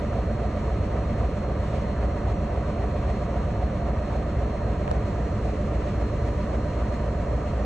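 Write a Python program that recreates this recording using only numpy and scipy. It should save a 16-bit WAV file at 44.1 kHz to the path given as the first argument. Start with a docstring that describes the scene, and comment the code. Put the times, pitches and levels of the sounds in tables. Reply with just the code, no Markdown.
"""Idling two-stroke diesel locomotive

Sixteen cylinders fire once a turn into the exhaust, unevenly, so the rumble throbs in a repeating pattern.
Shaped noise makes the block knock, hood rattle, air rumble and fan hiss; sine waves make the gears,
machines, squeal and a motor's whines. Something taps the microphone's casing twice, the second time
after a light touch: short clicks with a bending tone."""
import sys
import numpy as np
from scipy.fft import rfft, irfft, next_fast_len
from scipy.io import wavfile
from scipy.ndimage import map_coordinates

SR = 44100
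rng = np.random.default_rng(int(sys.argv[2]) if len(sys.argv) > 2 else 0)


def waveform_to_disk(signal):
    """Save audio, clipped to [-1, 1], as 16-bit WAV at the path in sys.argv[1]."""
    frames = np.transpose(np.atleast_2d(signal))
    scaled = np.clip(frames, -1, 1) * 32767
    samples = np.round(scaled).astype(np.int16)
    wavfile.write(sys.argv[1], SR, samples)


N = 337365
TIME_S = np.arange(N) / SR
SHAFT_HZ = 3.7718  # average crankshaft turns a second


def amp(db):
    """Turn decibels into a plain multiplier."""
    return 10 ** (np.asarray(db) / 20)


def unit(x):
    """Scale a sound to an rms of 1."""
    return x / np.sqrt(np.mean(x ** 2) + 1e-20)


def along(points, hz):
    """Read a curve of (f/Hz, value) points on a log frequency axis."""
    f, value = np.transpose(points)
    return np.interp(np.log(hz + 1), np.log(f + 1), value)


def over_time(points):
    """Read a curve of (t/s, value) points at every sample."""
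    return np.interp(TIME_S, *np.transpose(points))


def wobble(rate):
    """A smooth random curve with this many random knots a second."""
    coarse = np.arange(0, N + 32, 32)  # every 32nd sample is enough
    knots = rng.standard_normal(int(N * rate / SR) + 4)
    curve = map_coordinates(knots, [coarse * rate / SR])
    return np.interp(np.arange(N), coarse, curve)


def noise_pair():
    """Two unrelated white noises."""
    return rng.standard_normal((2, N))


def filtered(x, response):
    """Multiply the spectrum of x by a response, which may also shift phase."""
    m = next_fast_len(N + SR // 2)
    return irfft(rfft(x, m) * response(np.fft.rfftfreq(m, 1 / SR)), m)[..., :N]


def ports(hz):
    """The two microphone ports hear each frequency at different levels and moments."""
    # left level above right: f/Hz, level/dB
    lean = [(60, 0), (200, -1.5), (400, -2), (600, -5), (760, -4.5), (900, -1.6), (1800, -1.5),
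            (2400, -0.5), (3200, 4), (3900, 1.5), (5500, 0), (7000, 0.5), (9000, 0)]
    # how far left leads right: f/Hz, phase/rad
    lead = [(30, -0.06), (70, 0), (150, 0), (500, 0), (950, 0.38), (1500, 0), (2300, 0), (3000, 1),
            (3700, 0.1), (4300, -1.5), (4800, -3), (5400, -4.5), (7000, -7), (8800, -6.5), (9700, -7.5),
            (11700, -12.5)]
    half = amp(along(lean, hz) / 2) * np.exp(.5j * along(lead, hz))
    return np.array([half, 1 / half])


def spread(pair, spectrum):
    """Colour two unrelated noises and mix them so left and right are partly alike; rms 1."""
    # left-right likeness: f/Hz, correlation (1 = the same)
    likeness = [(30, .995), (60, 1), (120, 0.99), (200, .99), (300, 1), (500, 0.95), (620, 0.97),
                (760, 0.93), (900, 0.96), (1200, 0.94), (2050, 0.99), (2500, .43), (3400, .2), (4000, .55),
                (4500, 0.17), (6500, 1), (8500, 0.54)]

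    def mid_and_side(hz):
        turn = np.arccos(np.clip(along(likeness, hz), -1, 1)) / 2
        return amp(along(spectrum, hz)) * [np.cos(turn), np.sin(turn)]

    mid, side = filtered(pair, mid_and_side)
    return unit(np.array([mid + side, mid - side]))


def crank():
    """Turns of the shaft so far; the governor lets it run a little early or late."""
    return SHAFT_HZ * (TIME_S + .0003 * wobble(1))


def by_angle(turns, throb):
    """A level in dB that swells a whole number of times per turn."""
    return sum(db * np.cos(count * np.radians(turns * 360 - deg)) for count, db, deg in throb)


def sine_line(cycles, db, waver_db, rate):
    """A sine of rms level db that starts anywhere in its cycle and wavers in loudness."""
    level = np.sqrt(2) * amp(db + waver_db * wobble(rate))
    return level * np.sin(2 * np.pi * (cycles + rng.random()))


def air_rumble():
    """Turbulent air makes a low, random rumble."""
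    # tone colour of air and frame: f/Hz, relative level/dB
    colour = [(10, -120), (18, -31), (28, -20), (42, -8.5), (60, -4.5), (85, -1), (107, 3), (130, -11.5),
              (190, -11.5), (240, -10.5), (330, -27), (500, -120)]
    return amp(-34.5) * spread(noise_pair(), colour)


def fan_hiss(turns):
    """Fans hiss as broad noise, swelling with the valve gear and flickering at random."""
    # tone colour: f/Hz, relative level/dB
    colour = [(1180, -31), (2000, -4.5), (3540, -16), (3990, -17), (4330, -16), (4430, -18), (5030, -22.5),
              (5980, -21.5), (7650, -25), (9510, -37), (10400, -35.5), (11200, -35), (12000, -50.5),
              (15600, -89.5), (22000, -120)]
    # swells per turn, depth/dB, crank angle of a crest/deg
    throb = [(2, .6, 62), (3, .35, 100), (4, .4, 70)]
    swell = amp(by_angle(turns, throb) + 0.67 * wobble(8) + 0.64 * wobble(40))
    return amp(-51) * spread(noise_pair() * swell, colour)


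def late_hiss():
    """A thin band of noise joins late and then stays."""
    # tone colour: f/Hz, relative level/dB
    colour = [(4000, -40), (4600, 1), (5600, -3.5), (6600, 0), (7900, -5), (8700, -12), (9300, -50.5)]
    start_s, rise_s = 4.9, .25
    fade_in = np.clip((TIME_S - start_s) / rise_s, 0, 1)
    hiss = unit(filtered(noise_pair(), lambda hz: amp(along(colour, hz))))
    return amp(-66.5) * fade_in * hiss


def taps():
    """A dry click, and the casing flexes: one port is pushed as the other is pulled."""
    # t/s, click level/dB, click f/Hz, click time to fall 60 dB/s, noise per unit of tone,
    # flex level/dB, flex time to fall 60 dB/s (levels ahead of the soft onsets and the click filter)
    contacts = [(4.8784, -13.5, 2500, .0018, .4, -12.5, .016), (4.9088, -32, 3200, .003, 1, -34, .015),
                (4.9132, -32, 3600, .007, 3.5, -10, .028)]
    flex_hz = 510  # pitch the bend settles to
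    click_lag_s = .00009  # the click reaches the left port later
    clicks, flex, t = np.zeros((2, N)), np.zeros(N), np.arange(SR // 25) / SR
    for s, db, hz, t60, crack, flex_db, flex_t60 in contacts:
        here = slice(round(s * SR), round(s * SR) + len(t))
        snap = np.sin(2 * np.pi * hz * t) + crack * rng.standard_normal((2, len(t)))
        clicks[:, here] += amp(db - 60 * t / t60) * (1 - np.exp(-t / .0002)) * snap
        # high bending waves arrive first, so the pitch starts high
        cycles = flex_hz * t + 1.5 * (1 - np.exp(-t / .0009))
        onset = 1 - np.exp(-(t / .0013) ** 2)
        flex[here] += amp(flex_db - 60 * t / flex_t60) * onset * np.sin(2 * np.pi * cycles)

    def click_path(hz):
        delay = np.exp(-2j * np.pi * hz * [[click_lag_s], [0]])
        return delay / (1 + 1j * hz / 4500) ** 2 / (1 + (hz / 10500) ** 8)

    return filtered(clicks, click_path) + flex * [[1], [-1]]


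def motor():
    """The tone drifts with the motor's speed; switching mirrors it around the switching rate."""
    # a small switched motor, out of step at the two ports: t/s, tone f/Hz
    speed = [(0, 828.8), (.9, 829.3), (1.6, 827.3), (2.4, 828), (3.3, 831.8), (4, 833), (4.8, 829.8),
             (6, 831.7), (6.8, 827.2), (7.2, 826.3), (7.65, 827)]
    # multiple of the switching rate, multiple of the tone, left rms level/dB, right rms level/dB,
    # phase that left leads/rad (levels waver around these)
    whines = [(1, -1, -61.4, -71.4, -.6), (1, 1, -73, -71.5, -.7), (1, 3, -80, -82, -.7),
              (2, -1, -87, -85, -1.2), (2, 1, -95, -94, -2.1)]
    switch_hz = 5018.3
    start_db, creep_db_per_s = -47.5, .27  # the tone slowly grows louder
    tone = 2 * np.pi * np.cumsum(over_time(speed)) / SR
    tone_db = start_db + creep_db_per_s * TIME_S + 1.5 * wobble(20) + 2.2 * wobble(60)
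    out = amp(tone_db) * np.sin(tone) * [[1], [-1]]
    for switch, side, left_db, right_db, lead in whines:
        phase = 2 * np.pi * switch * switch_hz * TIME_S + side * tone + .3 * wobble(40)
        whine_db = np.array([[left_db], [right_db]]) + 1.8 * wobble(30) + .4 * wobble(4)
        out = out + amp(whine_db) * np.sin([phase + lead, phase])
    return np.sqrt(2) * out  # sine peak from rms


def squeal():
    """Faint high sines with unsteady pitch; they come up late, then ease a little."""
    # f/Hz, rms level/dB ahead of the level curve
    pitches = [(6069, -82.5), (6497.5, -77), (6933, -81.5), (8087, -90)]
    # t/s, added level/dB
    loudness = [(0, -13), (2.8, -10), (6.4, -1.5), (7.65, -5)]
    lines = sum(sine_line(hz * TIME_S + 0.23 * wobble(6.5), db, waver_db=2.5, rate=4)
                for hz, db in pitches)
    return amp(over_time(loudness)) * lines


def machines():
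    """Machines off the shaft hum as sines at their own fixed pitches."""
    # f/Hz, rms level/dB around which each wavers
    hums = [(39.7, -56), (61.63, -43), (77.06, -43), (86.05, -50), (106.8, -43), (142.4, -51), (224.3, -51),
            (257.8, -56)]
    return sum(sine_line(hz * TIME_S, db, waver_db=1.2, rate=1) for hz, db in hums)


def shaft_tones(turns):
    """Sines at whole multiples of the shaft speed: gear tones and one low exhaust note."""
    # steady hums locked to the shaft, one low exhaust note among the gear tones:
    # multiple of the shaft speed, rms level/dB around which all waver together
    steady_hums = [(10, -55), (33, -41), (39, -51), (40, -48), (42, -53), (45, -54), (48, -52), (49, -48),
                   (53, -53), (58, -53), (61, -53), (82, -54), (90, -57), (98, -57), (118, -56), (121, -56),
                   (142, -56), (145, -57), (154, -54), (257, -63), (259, -63), (286, -65), (317, -64),
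                   (345, -66)]
    # gears whose teeth press unevenly: multiple of the shaft speed, level/dB ahead of swell and waver,
    # list of (swells per turn, depth/dB, crank angle of a crest/deg)
    loaded_gears = [(56, -47, [(1, 1.5, 91), (2, 3, 76), (3, 1.5, 89), (4, 2, 72)]),
                    (79, -44.5, [(3, 1.5, 93), (4, 1.2, 47), (6, 1.5, 10)]), (113, -50, [(1, 1.5, 216),
                    (5, 2, 41), (6, 1.2, 7)]), (158, -45.5, [(1, .8, 230), (2, 3.4, 48), (3, 4, 45),
                    (4, 3.4, 58)]), (187, -55, [(1, 3, 233), (3, 2.5, 108), (7, 2, 0)])]
    angle = np.arange(8192) / 8192
    one_turn = sum(np.sqrt(2) * amp(db) * np.sin(2 * np.pi * (order * angle + rng.random()))
                   for order, db in steady_hums)
    steady = np.interp(turns, angle, one_turn, period=1) * amp(wobble(3))
    loaded = sum(sine_line(order * turns, db + by_angle(turns, load), waver_db=1.2, rate=3)
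                 for order, db, load in loaded_gears)
    return steady + loaded


def clatter(turns):
    """Raw combustion noise: part returns from turn to turn, slowly changing; part is new."""
    # f/Hz, share of the knock's power in the slowly changing, returning pattern
    repeats = [(140, .25), (200, .3), (300, .6), (450, .7), (600, .65), (720, .6), (1000, .3), (1600, .15),
               (2600, .0)]
    lasting = .35  # share of the returning pattern that never changes
    renew_turns = 3  # the rest is replaced over this many turns
    size = round(SR / SHAFT_HZ)
    age = np.abs(turns) / renew_turns
    old, angle = age.astype(int), (turns % 1 * (size - 1)).astype(int)
    fade = age % 1 * np.pi / 2
    patterns = rng.standard_normal((2, 30, size))
    changing = patterns[:, old, angle] * np.cos(fade) + patterns[:, old + 1, angle] * np.sin(fade)
    alike = np.sqrt(lasting) * patterns[:, -1, angle] + np.sqrt(1 - lasting) * changing
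    share = lambda hz: np.clip(along(repeats, hz), 0, 1)
    returning = filtered(alike, lambda hz: np.sqrt(share(hz)))
    return returning + filtered(noise_pair(), lambda hz: np.sqrt(1 - share(hz)))


def hood(pair, turns):
    """The clatter shakes hood panels and louvres, which colour it and flicker in level."""
    # tone colour: f/Hz, relative level/dB
    colour = [(510, -38), (860, -11.5), (948, 3), (1030, -2), (1210, 0.5), (1420, -8), (1890, -9),
              (2320, -33), (2600, -15.5), (3380, -38.5), (5720, -120)]
    # swells per turn, depth/dB, crank angle of a crest/deg
    throb = [(1, .5, 195), (4, .3, 70), (6, .3, 56)]
    swell = amp(by_angle(turns, throb) + 0.36 * wobble(5) + 0.64 * wobble(45))
    return amp(-43) * spread(pair * swell, colour)


def block(pair, turns):
    """The engine block colours the clatter; bass thuds, middle knock and top chuffs throb apart."""
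    # tone colour: f/Hz, relative level/dB
    colour = [(90, -120), (120, -14), (145, -1.5), (167, -6), (215, -3), (260, -14.5), (305, -10.5),
              (345, -11), (430, -9), (475, -10.5), (550, -7.5), (600, -10.5), (650, -10.5), (715, -8.5),
              (780, -17), (835, -31.5), (900, -27), (1100, -120)]
    # the three throbs: swells per turn, depth/dB, crank angle of a crest/deg
    thud_throb = [(1, .7, 28), (2, .8, 89), (3, 1.1, 100), (4, 1.6, 72), (5, .8, 69)]
    knock_throb = [(1, 1.2, 220), (2, .5, 45), (4, .4, 55), (5, .5, 42), (6, .5, 8)]
    chuff_throb = [(1, 3.4, 235), (2, 1.2, 50), (3, .8, 105), (7, 1.7, 1), (8, 1.5, 28)]
    # exhaust chuffs over time: t/s, relative level/dB
    chuff_level = [(0, -1), (4.9, -1), (5.2, -2.5), (7.65, -4)]
    chuff_db = by_angle(turns, chuff_throb) + over_time(chuff_level)
    above = lambda hz, edge_hz: 1 / (1 + (edge_hz / (hz + 1)) ** 24)  # steep band edge
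    thud = filtered(pair * amp(by_angle(turns, thud_throb)), lambda hz: 1 - above(hz, 300))
    knock = filtered(pair * amp(by_angle(turns, knock_throb)), lambda hz: above(hz, 300) - above(hz, 680))
    chuff = filtered(pair * amp(chuff_db), lambda hz: above(hz, 680))
    return amp(-32.5) * spread(thud + knock + chuff, colour)


def exhaust(turns):
    """One pulse per cylinder and turn rings the pipe; the open stack radiates no deep bass."""
    # crank angle at which the pulse leaves the stack/deg, pulse level/dB
    cylinders = [(20.4, -4.1), (26.7, 3.8), (69.3, 4.0), (77.4, 0.5), (95.9, -4.2), (124.2, -4.3),
                 (146.8, -4.2), (170.4, 4.1), (194.4, -2.0), (218.3, 1.3), (241.5, 3.6), (264.8, 3.6),
                 (287.8, 4.1), (295.0, 0.4), (332.1, -3.8), (340.1, 4.3)]
    # resonances of manifold and stack: f/Hz, width/Hz, level/dB
    resonances = [(30.2, 3.1, -58.0), (72.5, 23.9, -39.1), (78.2, 12.7, -35.2), (104.6, 3.9, -53.0),
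                  (139.5, 4.2, -52.2)]
    order = np.arange(1, 38)  # harmonics of the shaft speed
    hz = order * SHAFT_HZ
    pulses = sum(amp(db) * np.exp(-2j * np.pi * order * deg / 360) for deg, db in cylinders)
    pipe = 0
    for k, (centre, width, db) in enumerate(resonances):
        ring = 1j * hz * width / (centre * centre - hz * hz + 1j * hz * width)
        pipe = pipe + (-1) ** k * amp(db) * ring  # neighbours have opposite signs
    s = 1j * hz / 27  # bass falls away below about 27 Hz
    stack = s ** 4 / ((s * s + .7 * s + 1) * (s * s + 1.4 * s + 1))
    size = 4096  # samples in one stored turn
    one_turn = irfft(np.r_[0, pulses * pipe * stack] * size / 2, size)
    return np.interp(turns, np.arange(size) / size, one_turn, period=1) * amp(0.69 * wobble(7.4))


def scene():
    """The engine's layers share one shaft and reach both ports; motor and taps are already stereo."""
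    turns = crank()
    pair = clatter(turns)
    air = air_rumble() + fan_hiss(turns) + late_hiss()
    tones = squeal() + machines() + shaft_tones(turns)
    engine = air + tones + hood(pair, turns) + block(pair, turns) + exhaust(turns)
    return filtered(engine, ports) + motor() + taps()


def record(dry):
    """The microphone chain cuts off steeply above its band limit."""
    top_hz = 12100
    return filtered(dry, lambda hz: 1 / (1 + (hz / top_hz) ** 60))


dry = scene()
out = record(dry)
waveform_to_disk(out)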